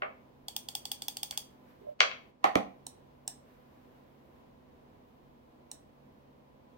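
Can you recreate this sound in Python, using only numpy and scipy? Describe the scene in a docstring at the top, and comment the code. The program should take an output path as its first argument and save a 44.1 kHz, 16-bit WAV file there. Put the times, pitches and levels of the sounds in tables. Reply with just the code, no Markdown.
"""A mouse close to a phone gives two light clacks, then is clicked six times fast, its switch ringing the
button on each press and release. It is moved away with a rub and a squeak, its plastic shell clacks
against something hard, and it lands on the desk in two knocks. Three single clicks follow, with a soft
slide before the last. A small computer's pump and fans hum throughout, in a small, fairly dry room."""
import sys
import numpy as np
from scipy import signal
from scipy.fft import rfft, irfft
from scipy.io import wavfile
from scipy.ndimage import uniform_filter1d

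SR = 44100
rng = np.random.default_rng(int(sys.argv[2]) if len(sys.argv) > 2 else 0)


def master(y):
    """Save y as 16-bit WAV."""
    cut = np.clip(np.atleast_2d(y).T, -1, 1)
    pcm = np.round(cut * 32767)  # scale
    wavfile.write(sys.argv[1], SR, pcm.astype(np.int16))


N = 298557
HIT_SAMPLES = 32768
TIME_S, ALL_HZ = np.arange(N) / SR, np.fft.rfftfreq(N, 1 / SR) + 1e-3
HIT_S, HIT_HZ = np.arange(HIT_SAMPLES) / SR, np.fft.rfftfreq(HIT_SAMPLES, 1 / SR) + 1e-3
LEFT_RIGHT = np.array([[1], [-1]])  # every pan_db is left minus right


# button modes, going down: pitch_hz, width_hz, level_db
PRESS_MODES = [(790, 110, -2), (2270, 120, -15), (3350, 320, 3), (4580, 290, 4), (5480, 420, -3),
               (6400, 360, -6), (7480, 420, -3), (8480, 360, -1), (9400, 480, -12), (11800, 950, -12),
               (13200, 950, -11), (14500, 700, -16), (15500, 600, -14)]
# button modes, springing back: pitch_hz, width_hz, level_db
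RELEASE_MODES = [(820, 110, -2), (2920, 170, -9), (3400, 260, 6.5), (4780, 270, 5), (5400, 450, -1),
                 (6250, 360, 0.5), (7300, 420, -7), (8500, 540, 1), (9700, 300, -7), (12100, 850, -11),
                 (14450, 600, 1), (15300, 540, -6)]
# clicks near the phone: press_s, release_s, press_level_db
RAPID_CLICKS = [(.4825, .5633, -37.2), (.6857, .7505, -37.2), (.8531, .9156, -36.8),
                (1.0197, 1.0819, -37.3), (1.1684, 1.2304, -36.8), (1.3085, 1.3741, -35.8)]

def rapid_clicks(release_boost_db=5.3, room_db=-7, detune=.006):
    """The switch snaps down and back, ringing the button differently each way; the finger detunes it."""
    echoes = undb(room_db) * room(early_db=3, onset_s=.002)

    def snap(start_s, level_db, modes, pan_db, contact_s):
        body = resonances(modes, HIT_HZ * (1 + detune * rng.standard_normal()), skirt=1.4)
        return hit(start_s, level_db, pan_db, body, contact_s, echoes,
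                   scatter=.8, phase_scale=.25, flatten=.35)

    out = 0
    for press_s, release_s, level_db in RAPID_CLICKS:
        out += snap(press_s, level_db, PRESS_MODES, pan_db=-1, contact_s=.0011)
        out += snap(release_s, level_db + release_boost_db, RELEASE_MODES, pan_db=-.1, contact_s=.00125)
    return out


# modes of the mouse on the desk: pitch_hz, width_hz, level_db
DESK_CLICK_MODES = [(290, 100, -12), (780, 150, 0), (1750, 220, -12), (3050, 300, -13), (3950, 320, -3.5),
                    (5750, 400, -1.5), (6750, 380, -4), (7900, 420, 0), (8520, 400, 2), (12100, 900, -19),
                    (14000, 900, -19), (15500, 600, -14)]
# single clicks: start_s, level_db, pan_db, pitch_ratio
DESK_CLICKS = [(2.866, -40.5, -2.5, 1.01), (3.277, -33.5, -1.5, .97), (5.7142, -41.5, -2.5, 1.0)]

def desk_clicks(contact_s=.001, room_db=-7):
    """The switch rings the mouse lying on the desk: thinner, single clicks."""
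    echoes = undb(room_db) * room(early_db=4, onset_s=.003)
    out = 0
    for start_s, level_db, pan_db, pitch_ratio in DESK_CLICKS:
        body = resonances(DESK_CLICK_MODES, HIT_HZ / pitch_ratio, skirt=1.3)
        out += hit(start_s, level_db, pan_db, body, contact_s, echoes, scatter=.6, flatten=.2)
    return out


# plastic shell modes: pitch_hz, width_hz, level_db
SHELL_MODES = [(390, 110, -13), (620, 130, 0), (800, 120, -4), (1060, 130, -2), (1220, 110, -1),
               (1430, 130, -2), (1700, 240, -4), (2190, 200, 1.5), (2680, 240, -1), (3080, 240, -1),
               (3350, 240, -3), (3800, 340, -8), (4600, 500, -8), (5700, 600, -11), (6500, 500, -13),
               (7700, 500, -20), (12000, 5000, -34)]
# blows to the shell: start_s, level_db, pan_db, treble_edge_hz, bass_db, room_db
CLACKS = [(.0185, -31, -1, 2400, 0, -.5), (.0325, -35.5, -1.5, 1800, 2, -1), (1.323, -50, -1, 2800, -4, -2),
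          (2.003, -15.4, -0.5, 7600, -1.5, -1.7), (2.112, -41, 3, 4800, -12, 1.5)]

def shell_clacks():
    """Blows ring the mouse's plastic shell."""
    return blows(CLACKS, SHELL_MODES, room(early_db=5),
                 contact_s=.0014, bass_hz=800, rolloff=2.5, scatter=.5)


# desk modes: pitch_hz, width_hz, level_db
DESK_MODES = [(100, 40, -17), (197, 22, -4), (290, 45, 0), (380, 60, -1), (520, 110, -4), (650, 100, 0),
              (765, 110, 3), (830, 80, 1), (1040, 150, -7), (1290, 220, -10), (1830, 200, -14),
              (2330, 320, -14), (3250, 450, -21), (4400, 700, -28), (6000, 900, -31), (12000, 6000, -43)]
# blows to the desk: start_s, level_db, pan_db, treble_edge_hz, bass_db, room_db
KNOCKS = [(2.4412, -16.5, -4, 500, -20, -3), (2.554, -18.2, -2, 9000, 3.5, -3.5)]

def desk_knocks():
    """The mouse lands and rings the desk."""
    return blows(KNOCKS, DESK_MODES, room(early_db=6.5),
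                 contact_s=.0011, bass_hz=580, rolloff=.22, scatter=.45)


def blows(events, modes, echoes, contact_s, bass_hz, rolloff, scatter):
    """Softer contact loses treble; more weight behind a blow brings out the low modes."""
    out = 0
    for start_s, level_db, pan_db, edge_hz, bass_db, room_db in events:
        lowpass = 1 / (1 + 1j * HIT_HZ / edge_hz * np.sqrt(2) - (HIT_HZ / edge_hz) ** 2) ** rolloff
        bass_shelf = undb(bass_db / (1 + (HIT_HZ / bass_hz) ** 4))
        body = resonances(modes, HIT_HZ, polarity=-1) * lowpass * bass_shelf
        out += hit(start_s, level_db, pan_db, body, contact_s, undb(room_db) * echoes, scatter)
    return out


# direct sound at the two microphone ports: freq_hz, right_lead_rad
PORT_PHASE = [(150, 0), (300, .5), (520, 3), (850, 3.5), (2000, 4), (5000, 5.5), (9000, 7.5)]
# balance of the ports: freq_hz, pan_db
PORT_BALANCE = [(150, -2.5), (500, -.5), (1000, .5), (2200, 2.5), (5000, -.5), (9000, -.5), (13000, -4)]

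def hit(start_s, level_db, pan_db, body, contact_s, echoes, scatter, phase_scale=1, flatten=0):
    """One blow rings a body, heard directly and via the room; level_db is the direct sound over 10 ms."""
    port_phase = np.exp(-.5j * phase_scale * LEFT_RIGHT * over_hz(PORT_PHASE, HIT_HZ))
    force = contact(contact_s)
    off_hand = np.array([contact(contact_s), contact(contact_s)])  # scattered differently to each port
    direct = unit(unit(body) * (force * port_phase + scatter * off_hand))
    radiated = body / (np.abs(body) + 1e-9) ** flatten  # the room hears all sides: flatter peaks
    reflected = unit(radiated * force) * echoes
    gain = undb(level_db + LEFT_RIGHT * (pan_db + over_hz(PORT_BALANCE, HIT_HZ)) / 2)
    sound = irfft((direct + reflected) * gain) * np.sqrt(SR / 100)
    lead = 512  # samples kept ahead of the onset
    sound = np.roll(sound, lead, axis=1)[:, :-8 * lead]
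    return np.pad(sound, ((0, 0), (int(start_s * SR), N)))[:, lead:lead + N]


def contact(contact_s):
    """Force spectrum of touching parts in brief chatter, about equally strong at all frequencies."""
    age = HIT_S / contact_s
    envelope = age * np.exp(-age)
    force = rfft(rng.standard_normal(HIT_SAMPLES) * envelope)
    for _ in range(2):
        whitened = irfft(force / (np.abs(force) + 1e-12))
        force = rfft(whitened * np.sqrt(envelope))
    return unit(force)


def resonances(modes, hz, polarity=1, skirt=1):
    """Damped modes; polarity -1 opposes neighbours, a higher skirt deepens the valleys."""
    return sum(polarity ** k * undb(level_db) / (1 + 1j * (hz**2 - pitch_hz**2) / (hz * width_hz)) ** skirt
               for k, (pitch_hz, width_hz, level_db) in enumerate(modes))


# shell squeaks: start_s, length_s, pitch_hz, level_db
SQUEAKS = [(1.812, .05, 410, -52.5), (1.84, .025, 620, -55), (1.867, .062, 600, -38)]

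def squeaks(sag_hz_per_s=300, roughness=.025, flutter_db=2.2, pan_db=-5):
    """The moving shell sticks and slips: tones that catch at once, then weaken and sag in pitch."""
    waver = 1 + roughness * drift(rate_hz=200)
    out = 0
    for start_s, length_s, pitch_hz, level_db in SQUEAKS:
        hz = pitch_hz - sag_hz_per_s * np.clip(TIME_S - start_s, 0, length_s)
        phase = 2 * np.pi * np.cumsum(hz * waver) / SR
        tone = unit(np.sin(phase - LEFT_RIGHT * over_hz(PORT_PHASE, pitch_hz) / 2))
        envelope = stroke(start_s, length_s, attack_s=.004, release_s=.006, fade_db_per_s=160)
        out += tone * undb(level_db) * envelope
    return out * undb(flutter_db * drift(rate_hz=120) + LEFT_RIGHT * pan_db / 2)


# hand and mouse slides: start_s, length_s, level_db
SLIDES = [(1.46, .44, -71.5), (1.65, .06, -70), (3.42, 1.6, -69.5)]

def sliding(rub_hz=1100, rub_width_hz=1900, hiss_hz=13500, hiss_width_hz=5000, hiss_db=-14):
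    """A soft rub with fine hiss on top; each slide fades as the hand slows."""
    rub = resonances([(rub_hz, rub_width_hz, 0)], ALL_HZ) ** 2
    hiss = undb(hiss_db) * resonances([(hiss_hz, hiss_width_hz, 0)], ALL_HZ) ** 2
    friction = unit(irfft(rfft(rng.standard_normal((2, N))) * (rub + hiss), N))
    motion = sum(undb(level_db) * stroke(start_s, length_s, attack_s=.07, release_s=.04, fade_db_per_s=9)
                 for start_s, length_s, level_db in SLIDES)
    return friction * motion * undb(1.5 * drift(rate_hz=25))


# fan noise spectrum: freq_hz, density_db
FAN_SPECTRUM = [(25, -20), (45, -9), (80, -6), (165, -13), (205, -3.5), (300, -7.5), (420, -10.5),
                (560, -11.5), (800, -16), (1050, -18), (1300, -26), (3250, -33), (9000, -49), (15000, -41)]
# fan stereo width: freq_hz, side_minus_mid_db
FAN_WIDTH = [(60, -5), (110, -7.5), (200, -8), (380, -1.5), (700, 3.5), (1290, 3), (2380, 1), (4400, 0.5),
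             (8120, 0), (15000, 0.5)]
# fan balance: freq_hz, pan_db
FAN_PAN = [(60, -4.5), (110, -2.5), (200, -1.5), (380, -1.0), (700, -0.5), (1290, 0.0), (2380, -2.0),
           (4400, -1.0), (8120, 3.0), (15000, 1.0)]

def fans(hiss_gain_db, level_db=-61.7, hiss_edge_hz=10500, hiss_waver_db=.6, rush_waver_db=.5):
    """Air pushed through the case; the rush and its top hiss waver separately."""
    hiss_gain = undb(hiss_gain_db + hiss_waver_db * drift(rate_hz=4))
    mid, side = rfft(rng.standard_normal((2, N))) * undb(over_hz(FAN_SPECTRUM, ALL_HZ))
    air = (mid + LEFT_RIGHT * side * undb(over_hz(FAN_WIDTH, ALL_HZ))) / np.std(irfft(mid, N))
    air *= undb(level_db + LEFT_RIGHT * over_hz(FAN_PAN, ALL_HZ) / 2)
    is_hiss = ALL_HZ > hiss_edge_hz
    rush = irfft(air * ~is_hiss, N) * undb(rush_waver_db * drift(rate_hz=6))
    return rush + irfft(air * is_hiss, N) * hiss_gain


# pump and motor tones: pitch_hz, level_db, pitch_waver_ratio
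PUMP_TONES = [(139.5, -70, .002), (248.5, -69, .006), (495.3, -77, .004), (1001, -81, .005)]

def pump(throb_db=2.0, pan_db=-3):
    """Pump and motors hum on slightly unsteady tones."""
    hum = 0
    for pitch_hz, level_db, waver in PUMP_TONES:
        phase = 2 * np.pi * np.cumsum(pitch_hz * (1 + waver * drift(rate_hz=12))) / SR
        hum += unit(np.sin(phase)) * undb(level_db + throb_db * drift(rate_hz=9))
    return hum * undb(LEFT_RIGHT * pan_db / 2)


# dips in the hum: start_s, length_s
HUM_DIPS = [(1.925, .05), (2.3, .1)]

def computer(dip_db=-5, hiss_extra_dip_db=-6, fade_start_s=3.0, fade_db_per_s=.2):
    """Fans and pump dip before the hard clack and the landing, then slowly soften; the hiss more so."""
    dip = sum(stroke(start_s, length_s, attack_s=.02, release_s=.03) for start_s, length_s in HUM_DIPS)
    fade_db = -fade_db_per_s * np.maximum(TIME_S - fade_start_s, 0)
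    air = fans(hiss_gain_db=hiss_extra_dip_db * dip + fade_db)
    return (air + pump()) * undb(dip_db * dip + fade_db)


# room decay: freq_hz, t60_s
ROOM_T60 = [(150, 0.4), (500, 0.44), (1000, 0.35), (2500, 0.3672), (5000, 0.3151), (9000, .28),
            (15000, 0.02)]
# room stereo width: freq_hz, side_minus_mid_db
ROOM_WIDTH = [(150, -9), (300, -2), (550, 2), (900, 3), (2000, 1.5), (5000, 2)]

def room(early_db, early_t60_s=.13, onset_s=.005):
    """Spectrum of dense reflections from desk, screen and case, then the walls' longer tail; energy 1."""
    centres_hz = np.geomspace(100, 16000, 9)
    tail = 0
    for k, hz in enumerate(centres_hz):
        band = np.sqrt(np.interp(np.log(HIT_HZ), np.log(centres_hz), np.arange(len(centres_hz)) == k))
        walls = undb(-60 * HIT_S / over_hz(ROOM_T60, hz))
        early = undb(early_db - 60 * HIT_S / early_t60_s)
        tail += irfft(band * rfft(rng.standard_normal((2, HIT_SAMPLES)))) * (walls + early)
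    paths = rfft(tail * (1 - np.exp(-(HIT_S / onset_s) ** 2)))
    # fine combing, flat broad colour
    mid, side = paths / np.sqrt(uniform_filter1d(np.abs(paths) ** 2, size=90, axis=1))
    width = undb(over_hz(ROOM_WIDTH, HIT_HZ))
    return (mid + LEFT_RIGHT * width * side) / np.sqrt(1 + width ** 2)


def stroke(start_s, length_s, attack_s, release_s, fade_db_per_s=0):
    """Envelope: rise, hold with optional fade, die away."""
    age_s = np.maximum(TIME_S - start_s, 0)
    rise = np.minimum(age_s / attack_s, 1)
    hold = undb(-fade_db_per_s * np.minimum(age_s, length_s))
    release = np.exp(-np.clip((age_s - length_s) / release_s, 0, 20))
    return rise * hold * release


def drift(rate_hz):
    """Random drift, rms 1."""
    step = int(SR / rate_hz)
    stairs = np.repeat(rng.standard_normal(N // step + 1), step)
    return unit(uniform_filter1d(stairs, step)[:N])


def over_hz(table, hz):
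    """Read a (freq_hz, value) table on a log-frequency axis."""
    freq_hz, value = np.transpose(table)
    return np.interp(np.log(hz), np.log(freq_hz), value)


def undb(db):
    """Decibels to gain."""
    return np.exp(np.asarray(db) * (np.log(10) / 20))


def unit(x):
    """Scale to rms 1."""
    return x / np.sqrt(np.mean(np.abs(x) ** 2))


def scene():
    """Knocks, clicks and handling over the computer's hum."""
    impacts = shell_clacks() + desk_knocks()
    return impacts + rapid_clicks() + desk_clicks() + squeaks() + sliding() + computer()


def record(dry, cutoff_hz=15850):
    """The phone cuts the top."""
    return signal.sosfilt(signal.ellip(8, .2, 70, cutoff_hz, fs=SR, output="sos"), dry)


dry = scene()
out = record(dry)
master(out)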